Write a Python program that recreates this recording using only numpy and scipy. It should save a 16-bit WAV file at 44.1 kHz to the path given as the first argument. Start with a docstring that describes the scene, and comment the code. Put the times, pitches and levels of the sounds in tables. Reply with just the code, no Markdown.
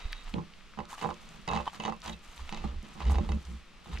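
"""Forest walk with a creaking pole

Rubber boots on a damp path scuff leaf litter, snap small twigs and pop as their shafts buckle.
The walker carries a hollow pole: it creaks in stick-slip bursts, sings and groans under the glove,
takes soft bumps and shudders at its low bending note. Faint wind stirs the trees, and puffs of air
push on the microphone."""
import sys
import numpy as np
from scipy import signal
from scipy.fft import rfft, irfft, next_fast_len
from scipy.io import wavfile
from scipy.ndimage import map_coordinates

SR = 44100
rng = np.random.default_rng(int(sys.argv[2]) if len(sys.argv) > 2 else 0)


def transcribe(u):
    """Save the signal u as a 16-bit wav file named by the first command-line argument.

    u: samples, shape (n,) or (channels, n), limited to [-1, 1]; the rate is SR.
    q: integer samples, one column per channel.
    """
    v = np.clip(np.atleast_2d(u).T, -1, 1)
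    q = np.round(v * 32767).astype(np.int16)
    wavfile.write(sys.argv[1], SR, q)


N = 176400


def amp(db):
    return 10 ** (np.asarray(db) / 20)


def unit_rms(x):
    return x / np.sqrt(np.mean(x ** 2) + 1e-20)


def unit_peak(x):
    return x / np.abs(x).max()


def unit_band(x, low_hz, high_hz):
    """Scale to a spectral rms of 1 within a band."""
    hz = np.fft.rfftfreq(len(x), 1 / SR)
    return x / np.sqrt(np.mean(np.abs(rfft(x)[(hz > low_hz) & (hz < high_hz)]) ** 2))


def curve_at(points, hz):
    """Interpolate (freq_hz, value) points on a log axis."""
    freqs, values = np.transpose(points)
    return np.interp(np.log(hz + 1), np.log(freqs + 1), values)


def clock(size):
    return np.arange(size) / SR


def wobble(rate_hz):
    """Smooth random curve."""
    return map_coordinates(rng.standard_normal(4096), [clock(N) * rate_hz], mode="wrap")


def filtered(x, response):
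    """Apply a frequency response."""
    size = next_fast_len(N + SR // 2)
    return irfft(rfft(x, size) * response(np.fft.rfftfreq(size, 1 / SR)), size)[..., :N]


def minimum_phase(gain, size=2048):
    """Causal impulse response of energy 1, shaped by gain(hz)."""
    cepstrum = irfft(np.log(np.maximum(gain(np.fft.rfftfreq(size, 1 / SR)), 1e-6)))
    cepstrum[1:size // 2] *= 2
    cepstrum[size // 2 + 1:] = 0
    impulse = irfft(np.exp(rfft(cepstrum)))
    return impulse / np.linalg.norm(impulse)


def convolve(x, impulse):
    return signal.fftconvolve(np.atleast_2d(x), np.atleast_2d(impulse), axes=1)[:, :N]


def add(track, start_s, sound):
    part = track[..., max(round(start_s * SR), 0):][..., :sound.shape[-1]]
    part += sound[..., :part.shape[-1]]


def swell(start_s, hold_s, attack_s, release_s):
    """Exponential rise up to start_s, hold, exponential fall."""
    t = clock(N)
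    return np.exp(-np.maximum(start_s - t, 0) / attack_s - np.maximum(t - start_s - hold_s, 0) / release_s)


def burst(decay_s, size=1024):
    """Decaying noise of energy 1."""
    noise = rng.standard_normal(size) * np.exp(-clock(size) / decay_s)
    return noise / np.linalg.norm(noise)


def grains(rate_hz, spread_db, noise_gain):
    """Two rows of tiny, uneven random impacts on a bed of noise."""
    hits = (rng.random((2, N)) < rate_hz / SR) * rng.choice([-1, 1], (2, N))
    sizes = amp(spread_db * np.clip(rng.standard_normal((2, N)), -2, 2))
    return unit_rms(hits * sizes) + noise_gain * rng.standard_normal((2, N))


# Stereo likeness: freq_hz, correlation
COHERENCE = [(60, 0.73), (300, 0.63), (2000, 0.9), (5000, 0.53), (12000, 0.17)]
# Stereo balance: freq_hz, left_minus_right_db
BALANCE = [(60, -2), (200, 2), (400, -4.5), (800, -0.5), (1300, 0), (2400, 2.5), (4400, 1.5), (9000, -2.5)]


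def stereo(pair, spectrum):
    """Colour two unrelated rows and blend them into stereo of rms 1."""
    def mid_side_gain(hz):
        angle = np.arccos(np.clip(curve_at(COHERENCE, hz), -1, 1)) / 2
        return amp(curve_at(spectrum, hz)) * [np.cos(angle), np.sin(angle)]

    mid, side = filtered(pair, mid_side_gain)
    left_right = np.array([mid + side, mid - side])
    return unit_rms(filtered(left_right, lambda hz: amp(np.outer([.5, -.5], curve_at(BALANCE, hz)))))


# Wind spectrum: freq_hz, gain_db
WIND_SPECTRUM = [(25, -3.5), (55, -12.5), (110, -26.5), (190, -15.5), (300, -25.5), (650, -29), (900, -30),
                 (1200, -24), (1600, -28), (2700, -26.5), (3900, -30.5), (6200, -37.5), (9000, -45.5),
                 (15500, -61)]
# Crisp leaf spectrum: freq_hz, gain_db
LEAF_SPECTRUM = [(2000, -43), (4500, -5), (7000, 1.5), (9000, -2.5), (10500, -9), (12500, -7.5),
                 (15500, -49)]


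def forest_wind(wind_db=-53, ticks_db=-80):
    """Faint wind in the trees, with sparse ticks of leaves."""
    wind = amp(wind_db + wobble(5.32)) * stereo(rng.standard_normal((2, N)), WIND_SPECTRUM)
    ticks = stereo(grains(rate_hz=40, spread_db=15, noise_gain=.05), LEAF_SPECTRUM)
    return wind + amp(ticks_db) * ticks


# Crushed litter spectrum: freq_hz, gain_db
CRUNCH_SPECTRUM = [(200, -13.5), (650, -2.5), (1250, 5.5), (1600, -2), (3000, -2), (3850, -3), (4600, -7.5),
                   (7000, -15), (11000, -35)]
# Boot scuffs: start_s, hold_s, crunch_db, hiss_db
BOOT_SCUFFS = [(0, 0.28, -54.5, -71.5), (0.293, 0.052, -60, -70), (0.898, 0.032, -50, -56.5),
               (0.983, 0.046, -48.5, -59), (1.07, 0.1, -62.5, -71.5), (1.212, 0.15, -62, -68),
               (1.506, 0.11, -50, -67.5), (1.657, 0.044, -54.5, -68), (1.74, 0.016, -52, -60.5),
               (1.822, 0.056, -50, -72), (2.037, 0.05, -46, -56.5), (2.235, 0.15, -61, -66.5),
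               (2.37, 0.13, -58, -70), (2.507, 0.18, -53.5, -78), (2.844, .13, -59, -69.5),
               (3.0, 0.21, -52, -75), (3.106, 0.013, -64, -60), (3.241, 0.32, -60.5, -68),
               (3.846, 0.085, -56, -69.5), (3.937, 0.057, -55, -69)]


def boot_scuffs(attack_s=0.0071, release_s=0.032):
    """Each scuff crushes leaves and grit."""
    crunch = stereo(grains(rate_hz=1000, spread_db=5, noise_gain=.6), CRUNCH_SPECTRUM)
    crunch *= amp(2 * wobble(70))
    hiss = stereo(grains(rate_hz=700, spread_db=6, noise_gain=.5), LEAF_SPECTRUM)
    hiss *= amp(2.5 * wobble(70))
    return sum(swell(start_s, hold_s, attack_s, release_s) * (amp(crunch_db) * crunch + amp(hiss_db) * hiss)
               for start_s, hold_s, crunch_db, hiss_db in BOOT_SCUFFS)


# Pole body modes: freq_hz, gain_db, t60_s, left_minus_right_db
BODY_MODES = [(171.4, -10.5, 0.45, 7), (217.7, -2, 0.22, -5.5), (354, -11, .18, -14),
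              (472.6, -5.5, 0.13, -9.5), (510.7, -13.5, 0.093, -30.5), (585.7, -6, 0.21, -1.5),
              (709, -20.5, 0.062, -32), (811, 1, 0.071, -11.5), (872, -2.5, 0.052, -20.5),
              (987.3, 3.5, 0.067, -1.5), (1061, 1.5, 0.078, -6.5), (1159.5, -5, 0.065, -4),
              (1148, -29, 0.11, 37), (1300, -50, .1, -32)]
# Pole upper modes: freq_hz, gain_db, t60_s, left_minus_right_db
UPPER_MODES = [(1930, -4.5, 0.09, -12), (2031, 10, 0.034, 0), (2650, 4, 0.11, -17), (2880, 14, 0.017, 0),
               (2895, 4.5, 0.013, 6), (3266, -5.5, 0.031, 27), (3764, 10.5, 0.035, -3.5),
               (4435, -3.5, 0.059, 1), (6420, -11, 0.005, 55)]


def pole_ring(modes, left_lag_s, low_hz=135, travel_s=0.0009):
    """Stereo impulse response of the pole; low bending waves arrive later than high ones."""
    out = 0
    for hz, gain_db, t60_s, pan_db in modes:
        t = np.maximum(clock(SR // 3) - [[left_lag_s], [0]] - travel_s * np.sqrt(low_hz / hz), 0)
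        stereo_db = gain_db + np.array([[pan_db / 2], [-pan_db / 2]])
        out = out + amp(stereo_db - 60 * t / t60_s) * np.sin(2 * np.pi * hz * t)
    return signal.sosfilt(signal.butter(2, low_hz, "high", fs=SR, output="sos"), out)


# Light glove slides: start_s, hold_s, level_db, centre_hz
GLOVE_SLIDES = [(0, 0.22, -59, 2240), (0.013, .22, -58.5, 3960), (.85, 0.11, -57.5, 1250),
                (2.125, 0.011, -46.5, 3630), (3.918, 0.035, -62, 3900)]


def glove_slides(width_octaves=0.28, attack_s=0.0032, release_s=0.0059):
    """Smooth friction makes a few of the pole's resonances sing."""
    singing = convolve(rng.standard_normal(N), pole_ring(BODY_MODES + UPPER_MODES, left_lag_s=.00002))
    out = np.zeros((2, N))
    for start_s, hold_s, level_db, centre_hz in GLOVE_SLIDES:
        band = filtered(singing, lambda hz: np.exp(-(np.log2((hz + 1) / centre_hz) / width_octaves) ** 2))
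        out += amp(level_db) * swell(start_s, hold_s, attack_s, release_s) * unit_rms(band)
    return out


# Air puffs: centre_s, level_db, pitch_hz, half_width_s
AIR_PUFFS = [(0.058, -26.5, 34.8, 0.0062), (0.12, -38, 29.5, 0.068), (0.276, -36.5, 25.3, 0.041),
             (2.294, -45.5, 40, 0.01), (2.431, -37.5, 40, 0.011), (2.545, -39.5, 16, 0.093),
             (2.63, -36, 28, 0.064), (2.775, -35, 27, 0.042), (3.175, -31, 43, 0.054),
             (3.3, -34, 35.1, 0.07), (3.974, -37.5, 48, 0.051)]


def air_puffs():
    """Air pushes on the microphone in deep pulses, stronger on the right."""
    out, t = np.zeros(N), clock(N)
    for centre_s, level_db, pitch_hz, half_width_s in AIR_PUFFS:
        envelope = amp(level_db) * np.exp(-((t - centre_s) / half_width_s) ** 2)
        out += envelope * np.sin(2 * np.pi * (pitch_hz * t + rng.random()))
    return out * amp([[-2], [2]])


# Twig and grit snaps: start_s, peak_db, centre_hz
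TWIG_SNAPS = [(0.125, -38, 9000), (0.1293, -23, 2650), (0.34, -28.5, 2430), (.537, -42, 2980),
              (.609, -44.5, 1800), (.7365, -42, 1570), (.854, -41, 4800), (1.142, -41, 4700),
              (1.29, -40, 5200), (1.698, -39, 2330), (2.018, -37.5, 4000), (2.06, -34, 5170),
              (2.079, -44, 4560), (2.526, -36, 3680), (2.546, -37, 3730), (2.248, -43, 5230),
              (2.378, -40, 3470), (2.438, -48, 4000), (2.492, -31, 2020), (2.821, -43.5, 3350),
              (3.452, -42, 4070), (3.9736, -31.5, 1950), (3.986, -35.5, 3700)]


def twig_snaps(decay_s=0.0012, width_octaves=0.76):
    """Twigs and grit break in short cracks, each with its own pitch."""
    out = np.zeros((2, N))
    for start_s, peak_db, centre_hz in TWIG_SNAPS:
        def band_gain(hz):
            band = 1 / (1 + (np.log2((hz + 1) / centre_hz) / width_octaves) ** 4)
            return band / (1 + (hz / (2.2 * centre_hz)) ** 4)

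        crack = burst(decay_s)
        crack[0] += .4  # leading click
        add(out, start_s, amp(peak_db) * unit_peak(convolve(crack, minimum_phase(band_gain))))
    return out


# Soft bumps on the pole: start_s, peak_db, contact_s
POLE_BUMPS = [(.339, -24.5, 0.0021), (0.353, -39, 0.0036), (.381, -27, .002), (0.819, -45, 0.0023),
              (1.386, -45, 0.0027), (2.644, -27, .002), (3.204, -27, 0.0023), (3.292, -32, 0.0027)]


def pole_bumps(band_hz=(150, 290), damping_s=0.015):
    """A soft push reaches only the lowest modes, and the hand damps them at once."""
    out, t = np.zeros((2, N)), clock(1024)
    body = pole_ring(BODY_MODES, left_lag_s=0.00033)
    damped = body * np.exp(-clock(body.shape[1]) / damping_s)
    low_modes = signal.sosfilt(signal.butter(3, band_hz, "band", fs=SR, output="sos"), damped)
    for start_s, peak_db, contact_s in POLE_BUMPS:
        push = np.sin(np.pi * np.minimum(t / contact_s, 1)) ** 2
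        thud = convolve(push, low_modes)[:, :SR // 4]
        add(out, start_s, amp(peak_db) * unit_peak(thud))
    return out


# Hand drags on the pole: start_s, hold_s, groan_db, rasp_db
HAND_DRAGS = [(0.341, 0.055, -34, -46.5), (0.776, 0.03, -45, -46.5), (1.023, 0.043, -46, -39),
              (1.215, .18, -58, -64), (1.479, 0.1, -37, -35), (1.751, 0.03, -52, -60),
              (1.798, 0.01, -43, -40.5), (1.85, 0.052, -43, -38), (2.051, 0.079, -45.5, -53.5),
              (2.521, 0.13, -48, -54.5), (2.646, 0.1, -48, -60.5), (2.833, 0.083, -51, -62),
              (2.953, 0.12, -47.5, -55), (3.06, 0.15, -37, -61), (3.233, 0.027, -40, -53),
              (3.295, 0.072, -37.5, -63), (3.481, 0.066, -49, -84), (3.736, .1, -63.5, -70),
              (3.871, 0.15, -46.5, -57)]


def hand_drags(groan_below_hz=270, rasp_above_hz=450, attack_s=0.0019, release_s=0.026):
    """Dense micro-slips keep the pole groaning and rasping while the grip moves."""
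    body = pole_ring(BODY_MODES, left_lag_s=0.00031)
    groan = convolve(grains(rate_hz=600, spread_db=4.8, noise_gain=0.41)[0], body)
    groan = unit_rms(filtered(groan, lambda hz: 1 / (1 + (hz / groan_below_hz) ** 3)))
    rasp = convolve(grains(rate_hz=400, spread_db=2.4, noise_gain=0.13)[0], body)
    rasp = unit_rms(filtered(rasp, lambda hz: hz ** 2 / (hz ** 2 + rasp_above_hz ** 2)))
    return sum(swell(start_s, hold_s, attack_s, release_s) * (amp(groan_db) * groan + amp(rasp_db) * rasp)
               for start_s, hold_s, groan_db, rasp_db in HAND_DRAGS)


# Pole shudders: start_s, hold_s, level_db
POLE_SHUDDERS = [(.345, 0.037, -43), (0.806, 0.0078, -50.5), (1.091, 0.013, -46), (1.515, 0.099, -41.5),
                 (1.84, 0.1, -56), (2.069, 0.087, -48), (2.409, 0.025, -42), (2.654, 0.056, -36.5),
                 (2.77, 0.014, -39), (3.071, 0.056, -22.5), (3.163, 0.032, -25.5), (3.3, 0.061, -29),
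                 (3.476, 0.088, -40.5), (3.944, 0.0085, -34.5)]


def pole_shudders(pitch_hz=64.8, attack_s=0.021, release_s=0.024):
    """The pole shakes at its low bending note, wavering slightly."""
    envelope = np.max([amp(level_db) * swell(start_s, hold_s, attack_s, release_s)
                       for start_s, hold_s, level_db in POLE_SHUDDERS], axis=0)
    bending = np.sqrt(2) * np.sin(2 * np.pi * pitch_hz * clock(N) + wobble(22))
    return envelope * bending * amp([[-.6], [.6]])


# Slip crack spectrum: freq_hz, gain_db
CRACK_SPECTRUM = [(300, -13.5), (900, 18), (1250, -16.5), (1500, -40.5), (2100, 10.5), (3800, -3),
                  (4600, 2), (7000, -8), (9500, -14), (15000, -51)]
# Slips of the creaking pole: start_s, kick_db, scrape_db
POLE_SLIPS = [(0.383, -21.5, -51), (0.39, -47, -60), (0.775, -26, -55), (0.789, -15.5, -42.5),
              (0.803, -20, -44.5), (1.014, -28, -37), (1.024, -18, -44), (1.031, -15.5, -44),
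              (1.04, -19, -44), (1.046, -9, -44), (1.054, -16, -53), (1.06, -16, -54), (1.074, -40, -50),
              (1.09, -14, -52), (1.104, -19.5, -41), (1.11, -16.5, -61), (1.478, -20.5, -32),
              (1.488, -29, -31), (1.493, -20, -51), (1.501, -46, -57), (1.513, -19, -39), (1.526, -16, -48),
              (1.534, -10, -35), (1.538, -20, -43), (1.552, -27, -35), (1.562, -16, -35),
              (1.573, -16.5, -35.5), (1.588, -17, -44), (1.602, -16.5, -59), (1.612, -52, -63),
              (1.8, -20.5, -34), (1.808, -50, -46), (1.837, -32, -35.5), (1.851, -18, -31),
              (1.86, -17.5, -37), (1.871, -24, -41), (1.879, -15.5, -43), (1.888, -18, -47),
              (1.897, -24, -45), (1.923, -16, -47), (1.932, -38, -52), (2.049, -30, -59), (2.06, -24, -43),
              (2.078, -24, -34), (2.095, -23.5, -36.5), (2.131, -49, -44), (2.492, -35, -42),
              (2.525, -22, -35.5), (2.535, -30, -47), (2.546, -25.5, -39.5), (2.573, -29.5, -39.5),
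              (2.641, -19, -57), (2.648, -33, -71), (3.004, -20, -40), (3.016, -21, -52), (3.028, -43, -56),
              (3.04, -28, -51), (3.053, -47, -41.5), (3.067, -46, -43), (3.082, -37, -45),
              (3.097, -18.5, -40), (3.118, -18, -55), (3.148, -21.5, -50), (3.155, -21, -40.5),
              (3.184, -14.5, -40), (3.29, -19.5, -38), (3.319, -21, -37), (3.858, -56, -57),
              (3.934, -35, -49), (3.952, -32, -51)]


def pole_creaks(body_gain_db=-6.5, upper_gain_db=16, crack_gain_db=17):
    """Stick-slip: each slip kicks the body modes; its short scrape rings and cracks in the treble."""
    kicks, scrapes = np.zeros(N), np.zeros(N)
    for start_s, kick_db, scrape_db in POLE_SLIPS:
        kick, scrape = 0.64 * burst(decay_s=0.0026), burst(decay_s=0.0021)
        kick[0] += 1  # leading clicks
        scrape[0] += .5
        add(kicks, start_s, amp(kick_db) * unit_band(kick, low_hz=700, high_hz=1250))
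        add(scrapes, start_s, amp(scrape_db) * unit_band(scrape, low_hz=1800, high_hz=5000))
    body = pole_ring(BODY_MODES, left_lag_s=.00005)
    upper = pole_ring(UPPER_MODES, left_lag_s=.00002)
    crack = minimum_phase(lambda hz: amp(curve_at(CRACK_SPECTRUM, hz)))
    return (amp(body_gain_db) * convolve(kicks, unit_peak(body))
            + amp(upper_gain_db) * convolve(scrapes, upper / np.linalg.norm(upper[0]))
            + amp(crack_gain_db) * convolve(scrapes, crack))


# Rubber slap spectrum: freq_hz, gain_db
SLAP_SPECTRUM = [(350, -17), (600, -12.5), (800, 2), (1150, 4), (1350, -16.5), (1550, -0.5), (2000, -18),
                 (3300, -20.5), (4500, -33.5), (12000, -49)]
# Boot pops: start_s, peak_db, pitch_hz
BOOT_POPS = [(.929, -33, 1030), (0.94, -35.5, 1290), (.980, -35, 863), (1.666, -34.5, 920),
             (1.67, -28, 1010), (1.677, -21, 902), (1.732, -40.5, 1234), (2.394, -43, 1030),
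             (3.858, -44, 1090)]


def boot_pops(t60_s=0.03, overtone_ratio=3.4, overtone_db=-10, slap_gain=6.85):
    """The rubber shaft of a boot buckles with a hollow pop."""
    out, t = np.zeros(N), clock(2048)
    rubber = minimum_phase(lambda hz: amp(curve_at(SLAP_SPECTRUM, hz)))
    for start_s, peak_db, pitch_hz in BOOT_POPS:
        phase = 2 * np.pi * pitch_hz * t
        tone = amp(-60 * t / t60_s) * (np.sin(phase) + amp(overtone_db) * np.sin(overtone_ratio * phase))
        slap = convolve(burst(decay_s=0.0021), rubber)[0, :len(t)]
        add(out, start_s, amp(peak_db) * unit_peak(tone + slap_gain * slap))
    return out


def echo(sound, gain_db=-15.5, t60_s=0.067, cutoff_hz=6000):
    """A short, diffuse tail with softened treble."""
    noise = filtered(rng.standard_normal((2, N)), lambda hz: 1 / (1 + (hz / cutoff_hz) ** 2))
    tail = noise[:, :SR // 2] * amp(-60 * clock(SR // 2) / t60_s)
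    return amp(gain_db) * convolve(sound, tail / np.linalg.norm(tail[0]))


def scene():
    """Creaks and footfalls with their echo, plus pole handling and moving air."""
    near = pole_creaks() + boot_scuffs() + boot_pops() + twig_snaps()
    near += echo(near)
    handling = hand_drags() + glove_slides() + pole_bumps() + pole_shudders()
    return near + handling + air_puffs() + forest_wind()


def record(dry, top_hz=15750, left_lag_s=.000018):
    """Band limit; the left channel lags the right slightly."""
    half_lags_s = np.array([left_lag_s, -left_lag_s]) / 2
    return filtered(dry, lambda hz: (hz < top_hz) * np.exp(-2j * np.pi * np.outer(half_lags_s, hz)))


dry = scene()
out = record(dry)
transcribe(out)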